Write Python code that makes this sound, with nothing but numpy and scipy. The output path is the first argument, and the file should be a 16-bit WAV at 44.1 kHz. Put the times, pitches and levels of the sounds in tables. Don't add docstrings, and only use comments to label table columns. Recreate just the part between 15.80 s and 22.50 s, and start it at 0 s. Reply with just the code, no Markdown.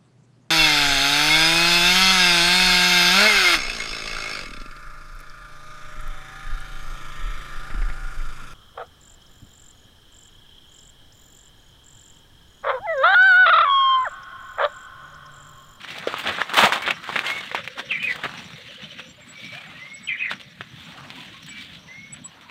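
import sys
import numpy as np
from scipy import signal
from scipy.fft import rfft, irfft, next_fast_len
from scipy.io import wavfile
from scipy.ndimage import uniform_filter1d

SR = 44100
rng = np.random.default_rng(int(sys.argv[2]) if len(sys.argv) > 2 else 0)


def to_linear_factor(level_db):
    exponent = np.asarray(level_db, float) / 20
    return 10 ** exponent


def persist_wave(psi):
    counts = np.round(np.clip(psi, -1, 1) * 32767).astype(np.int16)
    wavfile.write(sys.argv[1], SR, np.atleast_2d(counts).T)


N = 295645


def evened(x):
    return x / np.sqrt(np.mean(x ** 2) + 1e-20)


def read(points, hz):
    f, value = np.transpose(points)
    return np.interp(np.log(hz + 1), np.log(f + 1), value)


def curve(rows):
    s, level_db = np.transpose(rows)
    return np.interp(np.arange(N) / SR, s, level_db)


def add(mix, s, sound):
    part = mix[round(s * SR):][:len(sound)]
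    part += sound[:len(part)]


def colour(x, gain):
    size = next_fast_len(len(x), True)
    return irfft(rfft(x, size) * gain(np.fft.rfftfreq(size, 1 / SR)), size)[:len(x)]


def wander(per_s, size=N):
    return evened(colour(rng.standard_normal(size), lambda hz: 1 / (1 + (hz / per_s) ** 2)))


def crackle(size, per_s, spread_db):
    strength = to_linear_factor(spread_db * np.minimum(rng.exponential(1, size), 4))
    happens = rng.random(size) < per_s / SR
    return strength * rng.standard_normal(size) * happens


def mottle(x, patchy_db):
    hz, _, z = signal.stft(x, SR, nperseg=512, noverlap=384)
    chance = rng.standard_normal(z.T.shape).T

    def blurred(bins, frames):
        return evened(uniform_filter1d(uniform_filter1d(chance, size=bins, axis=0), size=frames, axis=1))

    patches = .8 * blurred(3, 14) + .75 * blurred(9, 55)
    fade = 1 + (hz[:, None] / 6000) ** 4
    z = z * to_linear_factor(patchy_db * patches / fade)
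    return evened(signal.istft(z, SR, nperseg=512, noverlap=384)[1][:len(x)])


def trunks(x, t60, wet_db, per_s):
    t = np.arange(SR // 2) / SR
    taps = rng.standard_normal(len(t)) * (rng.random(len(t)) < per_s / SR)
    taps *= to_linear_factor(-60 * t / t60) * (t > .004)
    return x + to_linear_factor(wet_db) * signal.fftconvolve(x, taps / np.linalg.norm(taps))[:N]


# (frequency [Hz], level [dB per Hz])
LEAF_COLOUR = [(47, -67), (80, -23), (136, -16), (277, -13), (404, -12.5), (820, -6.5), (980, -8),
               (1120, -4), (1700, -1), (3540, 1), (5280, -16.5), (8600, -20), (10700, -31), (13700, -29.5),
               (16000, -31.5)]


def litter(size, hz, bright_db, lift):
    def tone(f):
        tilt_db = bright_db * np.log2((f + 350) / 2250)
        peak = 1 + lift / (1 + ((f - hz) / (0.48 * hz)) ** 2)
        return to_linear_factor(read(LEAF_COLOUR, f) + tilt_db) * peak

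    grains = crackle(size, per_s=14000, spread_db=0.5) * to_linear_factor(2.6 * wander(110, size=size))
    return evened(colour(grains, tone)), tone


def snap(peak_db, hz, bright_db, crunch_db, length):
    size = 8192 if length > .01 else 2048
    t = np.arange(size) / SR
    ring = np.sin(2 * np.pi * hz * t) * np.exp(-t * hz / 1.4)
    ring += 1.2 * np.exp(-t / .00006)
    grains, tone = litter(size, hz, bright_db, lift=1.0)
    settle = (1 - np.exp(-t / 0.00013)) * np.exp(-t / np.clip(length, .004, .08))
    ring = colour(np.roll(ring, 64), lambda f: np.sqrt(tone(f)) / (1 + (270 / (f + 1)) ** 3))
    sound = ring / abs(ring).max() + 0.83 * to_linear_factor(crunch_db) * np.roll(grains * settle, 64)
    return to_linear_factor(peak_db) * sound[:7000]


# (time [s], peak level [dB], ring [Hz], brightness [dB per octave])
TWIGS = [(.047, -21.5, 1570, 1), (.341, -11.5, 1240, -4.5), (0.617, -3.5, 1740, -3.5), (1.107, -6, 2670, 2),
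         (1.241, -24, 2620, 7), (0.185, -20.5, 3550, 8.5), (0.544, -23, 3000, 2), (1.3005, -18, 1190, -9),
         (1.392, -4, 2460, 2), (5.630, -29, 3300, 9.5), (5.6645, -27, 4050, 9), (5.917, -37, 2520, 5),
         (1.715, -14.5, 2000, -3.5), (1.7476, -11, 1030, -2.5), (1.8765, -13.5, 2400, 2.5),
         (2.36, -25, 1500, 9), (2.539, -25, 1570, 3), (2.783, -32, 2360, 9), (4.809, -17, 1750, -6),
         (4.819, -25.5, 2670, -11), (5.3038, -17.5, 4120, 0)]
# (time [s], peak level [dB], ring [Hz], brightness [dB per octave])
STALKS = [(0.104, -21, 2800, 3), (0.273, -12, 500, -3.5), (0.384, -21.5, 2520, 11.5),
          (.473, -12, 3030, 1.5), (0.492, -25, 1580, -4), (0.585, -15, 1520, -6.5), (0.737, -13, 1450, 5),
          (0.753, -24, 1850, 16), (0.771, -8.5, 1260, 8), (1.021, -19.5, 2200, 5.5), (1.063, -14, 3420, -1),
          (1.078, -6, 1770, -4.5), (1.292, -18, 1080, -3), (1.327, -20, 1910, -4),
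          (1.358, -9.5, 2150, -7.5), (1.501, -13, 1960, 3), (1.841, -27, 2660, 2), (2.437, -16, 1720, 1.5),
          (2.576, -25.5, 3110, -1), (4.514, -13.5, 1500, -1.5), (4.603, -29, 3000, 2),
          (5.685, -31, 2270, -2), (6.611, -35.5, 2370, 4)]
# (time [s], peak level [dB], ring [Hz], brightness [dB per octave])
CRACKS = [
    (.696, -18, 1490, 0),
    (.8375, -4, 1150, 0),
    (.923, -5, 1600, 2),
    (1.4655, -12, 3000, 3),
    (2.228, -21, 2440, 6),
]
# (time [s], peak level [dB], ring [Hz])
LEAF_TICKS = [(.2273, -26, 2930), (.4785, -30, 1400), (.4947, -18, 1590), (.5542, -24, 1890),
              (.6083, -18, 1670), (.703, -23, 1670), (.7553, -12, 1900), (.772, -10, 1220),
              (.787, -16, 910), (.7915, -9, 970), (.833, -31, 1290), (.842, -23, 2600), (.851, -15, 1200),
              (1.0694, -14, 2000), (1.1097, -2.5, 2790), (1.3129, -33, 2280), (1.3615, -15, 1700),
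              (1.364, -10.5, 2020), (1.5035, -11, 1960), (1.5771, -19, 2260), (1.6568, -35, 2740),
              (1.752, -9.5, 2280), (1.7876, -32, 1720), (1.8528, -30, 1580), (1.8816, -42, 3100),
              (1.9795, -33, 1220), (2.494, -23.5, 1500), (2.5951, -26.5, 2710), (2.643, -32, 2670),
              (2.7339, -28, 2520), (.928, -15, 1830), (3.2174, -41, 2500), (3.0398, -30, 3100),
              (3.196, -27, 1430), (4.514, -21, 3300), (4.5985, -27, 3420), (4.6138, -25, 3300),
              (4.8159, -26, 2650), (5.0682, -35, 2540), (5.2086, -31.5, 1280), (5.3378, -46, 3500),
              (5.4074, -26, 3600), (5.769, -32, 2310), (5.909, -39, 2400), (6.6983, -28, 2540)]
# (level [dB], decay [s])
SETTLE = [
    (-13, 0.006),
    (-9, 0.017),
    (-11.5, 0.027),
    (-15, 0.004),
]


def breaks():
    out = np.zeros(N)
    leaf_ticks = [(*row, 3.0) for row in LEAF_TICKS]
    for rows, settle in zip([TWIGS, STALKS, CRACKS, leaf_ticks], SETTLE):
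        for s, *row in rows:
            add(out, s - 64 / SR, snap(*row, *settle))
    return out


def crunch(level_db, hz, bright_db, half_s):
    t = (np.arange(8192) - 4096) / SR
    grains, _ = litter(8192, hz, bright_db, lift=1.98)
    return to_linear_factor(level_db) * grains * np.exp(-(t / half_s) ** 2)


# (middle [s], rms level [dB], strongest [Hz], brightness [dB per octave], half length [s])
CRUNCHES = [(0.487, -23.5, 1500, -7.5, 0.034), (0.612, -24.5, 1660, -3.5, 0.011),
            (0.789, -12.5, 855, -1.5, 0.016), (0.82, -19, 1500, 5.5, 0.052), (0.841, -13, 990, -4, 0.019),
            (1.074, -30.5, 1770, -6.5, 0.049), (1.111, -24.5, 2700, -8, 0.014),
            (1.773, -29.5, 1920, -2, 0.032), (1.994, -26.5, 1030, -1, 0.016), (2.315, -37, 3720, 4, 0.04),
            (2.451, -22, 1570, -7.5, 0.012), (2.595, -43, 3020, 4, 0.027),
            (3.035, -40.5, 3160, -1.5, 0.039), (3.198, -36.5, 2580, -1, 0.018),
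            (3.477, -54, 6960, 5.5, 0.029), (4.275, -56, 7000, 7, 0.026), (2.361, -32.5, 1600, 2.5, 0.0056),
            (2.122, -29.5, 1860, 0.5, 0.0091), (4.512, -31.5, 3500, 0.5, 0.013),
            (6.695, -46, 2600, -9, 0.0043), (3.637, -42.5, 3000, 4, 0.056), (3.752, -38, 1960, 2, 0.023),
            (5.05, -47, 2960, 6, 0.12), (5.396, -44, 2530, 5, 0.08), (5.784, -43, 2630, 3, 0.017),
            (5.825, -40, 3630, 4.5, 0.034), (5.948, -43.5, 3680, 3, 0.03), (6.363, -47, 2900, -3, 0.036)]


def crunches():
    out = np.zeros(N)
    for s, *row in CRUNCHES:
        add(out, s - 4096 / SR, crunch(*row))
    return out


# (time [s], level [dB])
TREAD = [(0, -53.5), (.15, -40), (.45, -36.5), (.69, -39.5), (.8, -20), (.9, -25), (.97, -31), (1.1, -51.5),
         (1.44, -33), (1.6, -39.5), (1.83, -71), (2.41, -41.5), (3.1, -67), (3.86, -52), (4.6, -62),
         (5.2, -50), (5.8, -62), (6.7, -52.5)]
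# (time [s], level [dB])
BRUSH = [(0, -43.5), (.3, -46.5), (.45, -34.5), (.69, -46), (.93, -36), (1.1, -49), (1.31, -40),
         (1.57, -39), (1.83, -46), (2.24, -47.5), (2.6, -46.5), (3.19, -46.5), (3.36, -56.5), (3.7, -46.5),
         (4.46, -56.5), (5, -51), (5.75, -47), (6.4, -60)]


def leaves():
    clumps = wander(45)
    shared = evened(crackle(N, per_s=10000, spread_db=0.0))
    ticks = evened(crackle(N, per_s=250, spread_db=1.5))
    tread_db, brush_db = curve(TREAD), curve(BRUSH)
    hiss_db = -64 + 0.29 * (tread_db + 50) + 0.68 * (brush_db + 50)
    near = np.clip((brush_db + 62) / 22, .55, 1)
    layers = [(tread_db, 150, 1334, 0.075), (brush_db, 1500, 4000, 0.37), (hiss_db, 4960, 31000, 5.8)]
    out = np.zeros(N)
    for level_db, low_hz, high_hz, trim_db in layers:
        def leaf_band(hz):
            edges = (1 + (low_hz / (hz + 1)) ** 6) * (1 + (hz / high_hz) ** 6)
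            return to_linear_factor(read(LEAF_COLOUR, hz)) / np.sqrt(edges)

        grains = 0.6 * shared + 0.55 * rng.standard_normal(N) + 0.22 * near * ticks
        band = mottle(colour(grains, leaf_band), patchy_db=2.4)
        lumps_db = near * (2.7 * clumps + 1.5 * wander(25))
        out += to_linear_factor(level_db + trim_db + lumps_db) * band
    return out


def note(rows, rasp_hz, flutter_db, husk=0, flutter_hz=30):
    s, *columns = np.transpose(rows)
    t = np.arange(s[0], s[-1], 1 / SR)
    hz, level_db, rough = (np.interp(t, s, c) for c in columns)
    rough = np.clip(rough + husk, 0, 1)

    def beating(per_s):
        return wander(per_s, size=len(t)) + 1j * wander(per_s, size=len(t))

    rasp = beating(rasp_hz) / np.sqrt(2) + husk * beating(5 * rasp_hz)
    level = to_linear_factor(level_db + flutter_db * wander(flutter_hz, size=len(t))) * signal.windows.tukey(len(t), .1)
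    voice = (np.sqrt(1 - rough) + np.sqrt(rough) * rasp) * np.exp(2j * np.pi * np.cumsum(hz) / SR)
    return s[0], np.sqrt(2) * level * voice.real


# (time from start [s], pitch [Hz], level [dB], roughness [0-1])
CALL = [
    [(.006, 3250, -32, 0), (.014, 2955, -29.5, 0), (.028, 2473, -20, 0.08), (.045, 2383, -33, 0), (.068, 2300, -25, .3), (.085, 2008, -28.5, 0.04), (.102, 1774, -32, 0.1)],
    [(.016, 2646, -33, 0.3), (.026, 2273, -29, 0.34), (.038, 2073, -26, 0), (.06, 2030, -29.5, .3), (.076, 2040, -33, 0)],
    [(.1, 2345, -40, 0.5), (.126, 2470, -36, 0.1), (.138, 2450, -20.5, 0.37), (.17, 2540, -26.5, 0), (.188, 2430, -25, .4), (.206, 2210, -28.5, 0.26), (.243, 2184, -53, 1.1)],
    [(.11, 2000, -44, 0.6), (.17, 2056, -31, 0.8), (.2, 2000, -30, 0.5), (.225, 1950, -26, .6), (.245, 1730, -36, 0.5)],
    [(.008, 3330, -40, 0.7), (.022, 3200, -39, 0.5), (.036, 3117, -32, 0), (.05, 2900, -56, .8), (.075, 2980, -54, .8)],
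]
CALL_STARTS = [
    2.09,
    4.264,
]


def near_bird():
    out = np.zeros(N)
    for start in CALL_STARTS:
        for rows in CALL:
            s, sound = note(rows, rasp_hz=150, flutter_db=2.2, husk=.14, flutter_hz=80)
            add(out, start + s, sound)
    return colour(out, lambda hz: 1 / (1 + (1000 / (hz + 1)) ** 4) / (1 + (hz / 4200) ** 8))


def chirp(peak_db, hz, length=0.036, glide=0, tremble=0.0062, rise=0.69):
    u = np.linspace(0, 1, int(np.clip(length, .01, .09) * SR))
    pitch = hz * (1 + glide * (u - .4) + tremble * wander(68, size=len(u)))
    return to_linear_factor(peak_db) * np.sin(np.pi * u ** rise) ** 2 * np.sin(2 * np.pi * np.cumsum(pitch) / SR)


# (time [s], peak level [dB], pitch [Hz], length [s], glide [share of pitch])
CHIPS = [(2.203, -25.5, 2970, 0.03, 0.0088), (2.896, -38, 3020, 0.037, -0.28),
         (2.96, -35, 3030, 0.029, 0.12), (3.046, -30, 3030, 0.014, -0.092),
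         (3.109, -33.5, 3020, 0.025, 0.0024), (3.185, -33, 2810, 0.037, -0.39),
         (3.747, -42, 721, 0.079, 0.42), (4.376, -35, 2970, 0.023, 0.044),
         (4.391, -32.5, 3160, 0.021, -0.05), (3.867, -47.5, 756, 0.04, 0.2),
         (5.152, -44.5, 743, 0.059, -0.26), (5.095, -47, 877, .04, 0.11)]


def chips():
    out = np.zeros(N)
    for s, *row in CHIPS:
        add(out, s - .008, chirp(*row, tremble=0.015))
    return out


def whistle(start, length, first_hz, last_hz, level_db):
    edge_s, edge_db = .02, -10
    s = np.sort([0, edge_s, length / 3, length / 2, length - edge_s, length])
    hz = first_hz + (last_hz - first_hz) * np.sin(np.pi / 2 * (s / length) ** .7)
    swell_db = level_db + edge_db * np.array([1.5, 0, 0, 0, .3, 1.5])
    rows = np.transpose([start + s, hz, swell_db, np.full(len(s), .15)])
    return note(rows, rasp_hz=70, flutter_db=1.2)


# (start [s], length [s], first pitch [Hz], last pitch [Hz], level [dB])
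WHISTLES = [(.975, .04, 2190, 2210, -38), (1.015, .05, 2230, 2270, -33), (1.11, .08, 2240, 2230, -47),
            (1.45, .175, 2050, 2225, -31), (3.55, .055, 2330, 2285, -41), (3.58, .18, 2285, 2285, -45),
            (3.617, .041, 2270, 2280, -40), (3.648, .041, 2350, 2330, -42), (3.682, .041, 2290, 2310, -39),
            (3.716, .041, 2290, 2270, -40), (3.79, .11, 2230, 2250, -49), (3.875, .06, 2040, 2070, -48),
            (3.97, .05, 2300, 2330, -47), (3.395, .09, 2600, 2100, -54), (3.75, .08, 2405, 2410, -43),
            (3.83, .05, 1890, 1905, -46), (3.93, .055, 1900, 1880, -45), (3.98, .23, 1900, 2200, -41.5),
            (4.215, .07, 2195, 2192, -45), (5.695, .135, 2310, 2315, -41), (5.83, .12, 2308, 2304, -54),
            (6.075, .215, 1930, 2215, -42), (6.26, .09, 2215, 2200, -50)]


def far_whistles():
    out = np.zeros(N)
    for row in WHISTLES:
        add(out, *whistle(*row))
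    return out


# (time [s], peak level [dB], pitch [Hz], length [s])
PEEPS = [(2.632, -53, 7160, 0.039), (3.253, -60, 7120, 0.076), (3.284, -50.5, 7390, 0.053),
         (3.3588, -61, 7080, 0.035), (3.4, -53, 7400, 0.064), (3.478, -42.5, 7810, 0.065),
         (3.872, -55, 7210, 0.028), (4.137, -37.5, 7870, 0.037), (4.226, -41.5, 7880, 0.063),
         (4.456, -63, 7100, 0.035), (4.697, -66, 7060, 0.04), (4.843, -65, 7150, .03),
         (5.045, -54, 7200, .03), (5.684, -38, 7840, 0.041), (6.326, -31, 7870, 0.032),
         (6.442, -31.5, 7850, 0.041)]


def peeps():
    out = np.zeros(N)
    for s, *row in PEEPS:
        add(out, s - .006, chirp(*row, tremble=.004, rise=1))
    return out


# (time [s], peak level [dB], pitch [Hz])
COOS = [(1.713, -32.5, 532), (1.785, -33, 544), (1.874, -37.5, 525), (1.957, -36.5, 519), (2.029, -36, 523),
        (2.094, -40, 520), (2.171, -55, 500), (2.236, -40, 533), (2.278, -38, 517), (2.349, -38, 532),
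        (2.781, -41.5, 520), (2.889, -42, 571), (2.98, -41.5, 534), (3.049, -45, 588), (3.118, -44.5, 570),
        (3.194, -41, 544), (3.26, -45, 546), (3.382, -44.5, 572), (3.499, -49, 578), (3.587, -44.5, 522),
        (3.63, -46, 594), (3.93, -47, 583), (3.723, -39.5, 590), (4.026, -47.5, 592), (4.148, -51, 574),
        (5.379, -39, 1023), (5.539, -41.5, 1108), (6.04, -52, 980), (6.45, -42, 1015), (6.659, -43, 960)]


def coos():
    out = np.zeros(N)
    for s, *row in COOS:
        add(out, s - .008, chirp(*row, length=.045, tremble=.06))
    return out


def birds():
    near = to_linear_factor(-1.5) * trunks(near_bird() + to_linear_factor(-1.5) * chips(), t60=.2, wet_db=-6, per_s=1500)
    far = to_linear_factor(-.7) * trunks(far_whistles(), t60=.25, wet_db=-11, per_s=2500)
    high = trunks(peeps(), t60=.08, wet_db=-18, per_s=2500)
    low = to_linear_factor(-5) * trunks(coos(), t60=.3, wet_db=-4, per_s=600)
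    return near + far + high + low


# (first throb [s], throbs [count], level [dB], pitch [Hz])
INSECTS = [(.04, 4, -52, 5700), (.48, 3, -52, 5700), (1.15, 3, -53, 5650), (1.765, 6, -53, 5700),
           (2.51, 4, -51, 5720), (2.82, 2, -58, 5850), (3.04, 4, -53, 5750), (3.23, 2, -55, 5850),
           (3.585, 3, -51.5, 5620), (4.03, 4, -53.5, 5680), (4.33, 3, -60, 5880), (4.56, 3, -55, 5680),
           (4.83, 3, -61, 5900), (5.06, 4, -55.5, 5680), (5.41, 3, -60, 5900), (5.64, 3, -53.5, 5650),
           (6.005, 5, -55.5, 5720), (6.04, 5, -57, 5900), (6.41, 4, -59.5, 5850)]


def insects():
    throb_s, half_s = .076, .022
    out, t = np.zeros(N), np.arange(SR // 2) / SR
    for s, count, level_db, mid_hz in INSECTS:
        buzz = colour(rng.standard_normal(len(t)), lambda hz: 1 / (1 + ((hz - mid_hz) / 360) ** 4))
        buzz *= to_linear_factor(2 * wander(120, size=len(t)))
        uneven = to_linear_factor(2 * rng.standard_normal(6))
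        throbs = sum(uneven[k] * np.exp(-((t - .04 - k * throb_s) / half_s) ** 2) for k in range(count))
        add(out, s - .04, to_linear_factor(level_db - 3.5) * throbs * evened(buzz))
    return out


def puff(level_db, mid_hz, half_s=0.03, width=0.4):
    swell = np.exp(-((np.arange(8192) - 4096) / SR / half_s) ** 2)
    noise = rng.standard_normal(8192)
    eddy = swell * colour(noise, lambda hz: np.exp(-(np.log((hz + 1) / mid_hz) / width) ** 2))
    return to_linear_factor(level_db) * evened(eddy) * np.sqrt(np.mean(swell ** 2))


# (middle [s], rms level [dB], pitch [Hz])
PUFFS = [(1.79, -47.5, 141), (1.86, -47.5, 133), (2.001, -47, 245), (2.106, -51.5, 178), (2.185, -45, 199),
         (2.292, -51, 200), (2.429, -64, 199), (2.589, -45.5, 170), (2.658, -45, 156), (2.737, -42.5, 145),
         (3.047, -43, 147), (3.192, -55, 121), (3.286, -48, 170), (3.495, -51, 212), (3.66, -44.5, 208),
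         (3.759, -46.5, 149), (3.969, -51.5, 130), (4.205, -50.5, 168), (4.315, -52.5, 166),
         (4.538, -43.5, 190), (4.671, -47.5, 146), (4.815, -44.5, 130), (4.947, -43.5, 134),
         (5.081, -45.5, 177), (5.231, -47.5, 134), (5.394, -44, 207), (5.49, -49, 180), (5.649, -47, 168),
         (6.068, -59, 161), (6.417, -45, 181)]


def puffs():
    out = np.zeros(N)
    for s, *row in PUFFS:
        add(out, s - 4096 / SR, puff(*row))
    return out


# (time [s], level [dB])
GUSTS = [(0, -50.5), (.45, -46.5), (.67, -53), (.95, -49), (1.4, -49.5), (1.88, -54), (2.13, -48.5),
         (2.59, -46.5), (2.7, -55), (3.11, -52.5), (3.3, -52), (4.0, -54), (4.72, -54), (5.02, -50.5),
         (5.8, -49), (6.7, -54.5)]
# (frequency [Hz], level [dB per Hz])
WIND_COLOUR = [(15, -33), (25, -19.5), (113, -2.5), (163, 2), (193, -1.5), (226, -1), (362, -12.5),
               (450, -44), (580, -41), (990, -120)]


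def wind():
    eddies = np.zeros(N)
    for mid_hz in np.geomspace(40, 330, num=7):
        def region(hz):
            return to_linear_factor(read(WIND_COLOUR, hz)) * np.exp(-(np.log((hz + 1) / mid_hz) / 0.36) ** 2)

        eddies += colour(rng.standard_normal(N), region) * to_linear_factor(3.5 * wander(8))
    eddies = evened(eddies * to_linear_factor(1.5 * wander(9)))
    return to_linear_factor(curve(GUSTS) - 1.0) * eddies


# (frequency [Hz], level [dB per Hz])
AIR_COLOUR = [(180, -3), (300, -2), (425, 8), (584, 11.5), (737, -3), (814, -12), (1190, -9), (1430, 3),
              (3400, 11), (4160, 10.5), (5900, -18), (6620, -14), (15000, -10.5), (16000, -35)]


def forest_hush():
    noise = rng.standard_normal(N)
    hush = colour(noise, lambda hz: to_linear_factor(read(AIR_COLOUR, hz)) / (1 + (250 / (hz + 1)) ** 4))
    return to_linear_factor(-55.5 + 0.65 * wander(5.6)) * mottle(hush, patchy_db=4.5)


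def scene():
    walker = trunks(breaks() + crunches(), t60=.12, wet_db=-16, per_s=3000) + leaves()
    air = wind() + puffs() + forest_hush()
    return (walker + birds() + insects() + air)[None]


def low_pass(x):
    return signal.sosfilt(signal.butter(12, 16160, fs=SR, output="sos"), x)


def record(dry):
    edge = signal.firwin(255, 15800, window=("kaiser", 8), fs=SR)
    mix = signal.oaconvolve(np.clip(dry, -.97, .97), edge[None], "same")
    return low_pass(mix)


dry = scene()
out = record(dry)
persist_wave(out)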